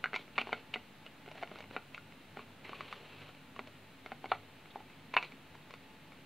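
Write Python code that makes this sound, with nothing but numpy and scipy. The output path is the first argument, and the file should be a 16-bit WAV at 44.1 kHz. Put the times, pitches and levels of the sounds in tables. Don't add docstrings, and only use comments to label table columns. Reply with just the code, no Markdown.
import sys
import numpy as np
from scipy import signal
from scipy.fft import rfft, irfft, next_fast_len
from scipy.io import wavfile
from scipy.ndimage import map_coordinates

SR = 44100
rng = np.random.default_rng(int(sys.argv[2]) if len(sys.argv) > 2 else 0)


def waveform_to_disk(signal):
    frames = np.transpose(np.atleast_2d(signal))
    scaled = np.clip(frames, -1, 1) * 32767
    samples = np.round(scaled).astype(np.int16)
    wavfile.write(sys.argv[1], SR, samples)


N = 275681


def amp(db):
    return 10 ** (np.asarray(db) / 20)


def unit(x):
    return x / np.sqrt(np.mean(x ** 2) + 1e-20)


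def along(points, hz):
    point_hz, values = np.transpose(points)
    return np.interp(np.log(hz + 1), np.log(point_hz + 1), values)


def hump(hz, centre_hz, octaves):
    return np.exp(-(np.log2((hz + 1) / centre_hz) / octaves) ** 2)


def filtered(x, response):
    n = x.shape[-1]
    size = next_fast_len(n + 8192)
    return irfft(rfft(x, size) * response(np.fft.rfftfreq(size, 1 / SR)), size)[..., :n]


def coloured(x, spectrum):
    size = next_fast_len(2 * len(x))
    gain = amp(along(spectrum, np.fft.rfftfreq(size, 1 / SR)))
    cepstrum = irfft(np.log(gain), size)
    cepstrum[1:size // 2] *= 2
    cepstrum[size // 2 + 1:] = 0
    return irfft(rfft(x, size) * np.exp(rfft(cepstrum)), size)[:len(x)]


# frequency in Hz, relative noise density in dB.
ROOM_NOISE = [(12, -37), (20, -21), (27, -19), (93, -8.5), (208, -3), (290, -8), (861, -13.5), (1140, -15),
              (2700, -15.5), (5420, -33), (15600, -36.5)]
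# centre in Hz, width in Hz, lift in dB.
DRONE_HUMPS = [(99.6, 5.1, 11.5), (147.9, 7.5, 11.5), (267.5, 21, 9), (870.4, 9.8, 14), (2650, 1200, 1),
               (4020, 880, 6)]
# frequency in Hz, side minus mid in dB.
NOISE_WIDTH = [(60, -14), (110, -16), (200, -18.5), (380, -12.5), (700, -10.5), (1290, -8), (2380, -9.5),
               (4400, -0.5), (8120, 0), (15000, 0)]


def room_tone(level_db):
    def drone_db(hz):
        return sum(db / (1 + (2 * (hz - centre) / width) ** 2) for centre, width, db in DRONE_HUMPS)

    mid = filtered(rng.standard_normal(N), lambda hz: amp(along(ROOM_NOISE, hz) + drone_db(hz)))
    side = filtered(rng.standard_normal(N), lambda hz: amp(along(ROOM_NOISE, hz) + along(NOISE_WIDTH, hz)))
    return amp(level_db) * unit(np.array([mid + side, mid - side]))


# frequency in Hz, relative noise density in dB.
CARD_RASP = [(120, -41), (400, 1), (850, -6), (1150, -4), (1700, -6.5), (2700, -4), (3400, -9.5),
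             (4400, -17), (5100, -25.5), (7000, -30.5), (10000, -36.5), (15000, -39)]


def grazes(level_db, rise_s):
    out, n = np.zeros(N + SR), int(rise_s * SR)
    for start, *_ in CONTACTS:
        rasp = unit(filtered(rng.standard_normal(SR // 16), lambda hz: amp(along(CARD_RASP, hz))))
        out[round(start * SR) - n:][:n] += amp(level_db) * rasp[:n] * np.linspace(0, 1, n)
    return out[:N]


# frequency in Hz, relative level in dB, seconds to fall by 60 dB.
BOX_MODES = [(235, -11, 0.19), (427, 4.5, 0.018), (655, -13, 0.058), (748, -5.5, 0.042), (1030, -11, 0.027),
             (1330, -4, 0.008), (1410, 8, 0.016), (2040, -13, 0.035), (2430, -24, 0.017),
             (2720, -4.5, 0.026), (2900, 6, 0.016), (3650, 2.5, 0.026), (4330, 1.5, 0.033)]
# frequency in Hz, gain in dB.
CARD_RESPONSE = [(60, -27), (250, 1), (1000, 3.5), (1300, 1), (1650, -4), (2200, 10), (2750, 2), (3250, -5),
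                 (3750, -9), (4400, -13.5), (5100, -18), (6800, -23.5), (9000, -40), (15000, -40)]


def box_ring(t, spot_hz, spot_db, spot_t60, detune, scatter_db, crack_db, crunch_db, crunch_t60):
    hz, db, t60 = np.transpose(BOX_MODES)[:, :, None]
    shift, strength = rng.standard_normal((2, len(BOX_MODES), 1))
    envelopes = amp(db + scatter_db * strength - 60 * t / t60)
    modes = envelopes * np.cos(2 * np.pi * hz * (1 + detune * shift) * t)
    spot = amp(spot_db - 60 * t / spot_t60) * np.cos(2 * np.pi * spot_hz * t)
    crack = amp(crack_db) * (t == 0)
    crunch = amp(crunch_db - 60 * t / crunch_t60) * rng.standard_normal(len(t))
    return coloured(modes.sum(axis=0) + spot + crack + crunch, CARD_RESPONSE)


def near_reflections(x, level_db, t60):
    t = np.arange(len(x)) / SR
    echoes = rng.standard_normal(len(t)) * amp(-60 * t / t60) * (t > .004)
    return x + amp(level_db) * signal.fftconvolve(x, echoes / np.linalg.norm(echoes))[:len(x)]


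REGISTER_EDGES = [(150, 550), (550, 900), (900, 1700), (1700, 3300), (3300, 4700), (4700, 15000)]
# centre in Hz, relative level in dB, dB gained per dB of extra force.
REGISTER_BALANCE = [(344, -11.5, -0.13), (700, -11.5, 0.28), (1185, -8, 0.41), (2480, -6, 0.29),
                    (4000, -19.5, 0.07), (7000, -29.5, -0.42)]
# start in seconds, relative level in dB, resonance of the struck spot in Hz,
# its relative ring in dB, hardness in dB per octave.
CONTACTS = [(0.0413, -30, 1500, 11, 2.0), (0.0584, -36.5, 1584, 20, 0.0), (0.1326, -39.5, 1540, 9, -1.0),
            (0.142, -35.5, 2070, 6, -0.5), (0.153, -45, 2120, -1, 4.5), (0.1613, -34, 2200, 1, 4.5),
            (0.3806, -30, 1160, 4, 3), (0.385, -30, 2320, 3, 0), (0.4149, -40, 2410, 1, 1),
            (0.4716, -44.5, 754, 5, -2), (0.4925, -45.0, 970, 10, -3), (0.5221, -45.0, 2350, 14, -4.5),
            (0.5292, -30.5, 1480, -2, -1.0), (0.7403, -34.5, 2830, 7, 5.5), (0.759, -39, 2030, 5, -2.5),
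            (1.0644, -49, 2920, 6, -0.5), (1.279, -49, 700, 1, -4), (1.315, -50.0, 630, 11, 2),
            (1.355, -51.5, 680, 6, -2), (1.4273, -39.5, 724, 21, 2.5), (1.433, -39.5, 700, 3.5, -1.0),
            (1.5154, -46.5, 684, 0, -4.5), (1.5582, -49.5, 1400, 8, -0.5), (1.5875, -50.5, 775, 13, 3.5),
            (1.6059, -48, 552, 8, 1.5), (1.7108, -50.5, 1410, 4, -2.5), (1.7648, -35, 1420, 3, -2),
            (1.9464, -43.5, 2600, 6.5, 2.5), (1.9787, -47, 1430, 18, 1.5), (2.3713, -43.5, 805, 4, -3),
            (2.3931, -47, 1104, 11, -2.5), (2.6938, -45, 655, -1.5, -2), (2.732, -44, 1124, 15, 0),
            (2.8077, -41.0, 1160, 7.5, 1.5), (2.927, -41, 1190, 9, 2.5), (3.2921, -54.5, 1410, 16, -2.5),
            (3.5635, -49.0, 1110, 9, 0), (3.5927, -39.5, 1146, 1.5, -1.5), (3.6736, -52, 616, 8.5, 1.5),
            (4.0616, -44.5, 2140, 0.5, -0.5), (4.1191, -40, 766, 7.5, -2), (4.2429, -40.5, 785, 12, -4),
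            (4.2575, -45, 2170, 3, -1), (4.3179, -26.5, 748, 12, -2), (4.32, -31, 1295, 14.5, -3.5),
            (4.7582, -41, 836, 17, -5), (4.805, -53.5, 820, 18, -4), (5.1398, -36.5, 980, 10, 2.5),
            (5.167, -22.5, 1010, 3, 1.5), (5.175, -28.5, 2670, 23, -2), (5.2271, -41.5, 2400, 1, 3),
            (5.3211, -52.5, 2350, 6, 0.5), (5.5526, -54.5, 970, 11, 1), (5.708, -52.0, 1070, 6, 2),
            (5.7394, -48.5, 1110, 2, 1.5)]


def contacts(gain_db, usual_blow_db, spot_db, spot_octaves, snap_db, snap_growth):
    out, t = np.zeros(N + SR), np.arange(SR // 8) / SR
    bands = [signal.butter(3, edges, 'bandpass', fs=SR, output='sos') for edges in REGISTER_EDGES]
    lead, attack = SR // 100, int(.012 * SR)
    centre_hz, balance_db, growth = np.transpose(REGISTER_BALANCE)
    for start, db, spot_hz, ring_db, hardness in CONTACTS:
        force_db = db - usual_blow_db
        octaves = np.log2(centre_hz / spot_hz)
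        lift_db = ring_db * np.exp(-(octaves / spot_octaves) ** 2)
        shares = amp(balance_db + growth * force_db + hardness * octaves + lift_db)
        ring = box_ring(t, spot_hz, spot_db + ring_db, spot_t60=0.019, detune=0.019, scatter_db=1.5,
                        crack_db=snap_db + snap_growth * force_db, crunch_db=16, crunch_t60=0.018)
        ring = np.pad(near_reflections(ring, level_db=-9.5, t60=0.053), (lead, 0))
        blow = sum(share * unit(signal.sosfiltfilt(band, ring)) for band, share in zip(bands, shares))
        blow /= blow[lead:][:attack].std()
        out[round(start * SR) - lead:][:len(blow)] += amp(db + gain_db) * blow
    return out[:N]


# start in seconds, length in seconds, level in dB, pitch of the rasp in Hz.
STROKES = [(.135, 0.029, -43.5, 2480), (0.17, 0.072, -56.5, 3300), (0.353, .022, -50, 2660),
           (.386, 0.041, -41, 2750), (0.413, .23, -56.5, 2660), (0.736, .014, -41, 2900),
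           (1.333, .12, -57, 755), (1.412, 0.018, -49.5, 720), (1.491, 0.15, -60.5, 655),
           (1.719, 0.046, -51, 590), (2.347, 0.098, -57.5, 2500), (2.637, 0.041, -49.5, 2090),
           (2.744, 0.032, -51, 2600), (2.581, 0.5, -54.5, 2900), (2.952, 0.41, -56.5, 2800),
           (4.285, .027, -55, 3680), (4.315, 0.0089, -41.5, 3680), (4.321, 0.047, -52, 2150),
           (4.7, 0.028, -59, 3580), (5.133, 0.023, -42.5, 2500), (5.167, 0.035, -47, 1030),
           (5.17, 0.024, -45, 2650), (5.225, 0.044, -49.5, 2340), (5.19, .11, -57, 4100)]


def strokes(slips_per_s, slip_db, panel_db, wander_s, rim_hz, rim_db, uneven_db, catches_per_s):
    out = np.zeros(N + SR)
    for start, length, db, rasp_hz in STROKES:
        n = int(length * SR)
        slips = rng.standard_normal(SR) * (1 + amp(slip_db) * (rng.random(SR) < slips_per_s / SR))
        catches = map_coordinates(rng.standard_normal(size=256), [np.arange(n) * catches_per_s / SR])
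        pressure = amp(uneven_db * catches)
        prominence_db = panel_db / (1 + length / wander_s)

        def response(hz):
            panel = prominence_db * hump(hz, rasp_hz, octaves=0.26)
            rim = rim_db * hump(hz, rim_hz, octaves=0.13)
            return amp(along(CARD_RASP, hz) + panel + rim)

        rasp = unit(filtered(slips[:n] * pressure, response))
        out[round(start * SR):][:n] += amp(db) * rasp * signal.windows.tukey(n, .6)
    return out[:N]


# start in seconds, length in seconds, lowest tick level in dB.
FIDGET_SPELLS = [(0, 6.2, -72), (1.249, 0.42, -71)]


def fidgets(ticks_per_spell, spread_db):
    out, t = np.zeros(N + SR), np.arange(SR // 16) / SR
    for start, length, db in FIDGET_SPELLS:
        for when, size in rng.random((ticks_per_spell, 2)):
            tick = box_ring(t, spot_hz=2500, spot_db=-19, spot_t60=0.014, detune=.04, scatter_db=6.0,
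                            crack_db=35, crunch_db=18, crunch_t60=0.027)
            out[int((start + when * length) * SR):][:len(t)] += amp(db + spread_db * size) * unit(tick)
    return out[:N]


# frequency in Hz, seconds to fall by 60 dB.
ROOM_DECAY = [(200, 0.36), (1000, 0.18), (3000, 0.25), (10000, 0.39)]


def room_reverb(x, tail_db):
    hz, t, noise = signal.stft(rng.standard_normal(SR // 2), SR, nperseg=256)
    decay = amp(-60 * t / along(ROOM_DECAY, hz)[:, None])
    _, tail = signal.istft(noise * decay, SR, nperseg=256)
    tail *= np.clip(np.arange(len(tail)) / SR / 0.006, 0, 1)
    return x + amp(tail_db) * signal.fftconvolve(x, tail / np.linalg.norm(tail))[:N]


def scene():
    handling = contacts(gain_db=-0.5, usual_blow_db=-40, spot_db=7, spot_octaves=0.55,
                        snap_db=21.5, snap_growth=0.47)
    handling += grazes(level_db=-57.5, rise_s=.018)
    handling += fidgets(ticks_per_spell=14, spread_db=9.5)
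    handling += strokes(slips_per_s=700, slip_db=11.5, panel_db=15.5, wander_s=0.12,
                        rim_hz=4130, rim_db=7.0, uneven_db=1.9, catches_per_s=120)
    return room_reverb(handling, tail_db=-12) + room_tone(level_db=-56.5)


def record(dry):
    return filtered(dry, lambda hz: hz < 15750) - .0006


dry = scene()
out = record(dry)
waveform_to_disk(out)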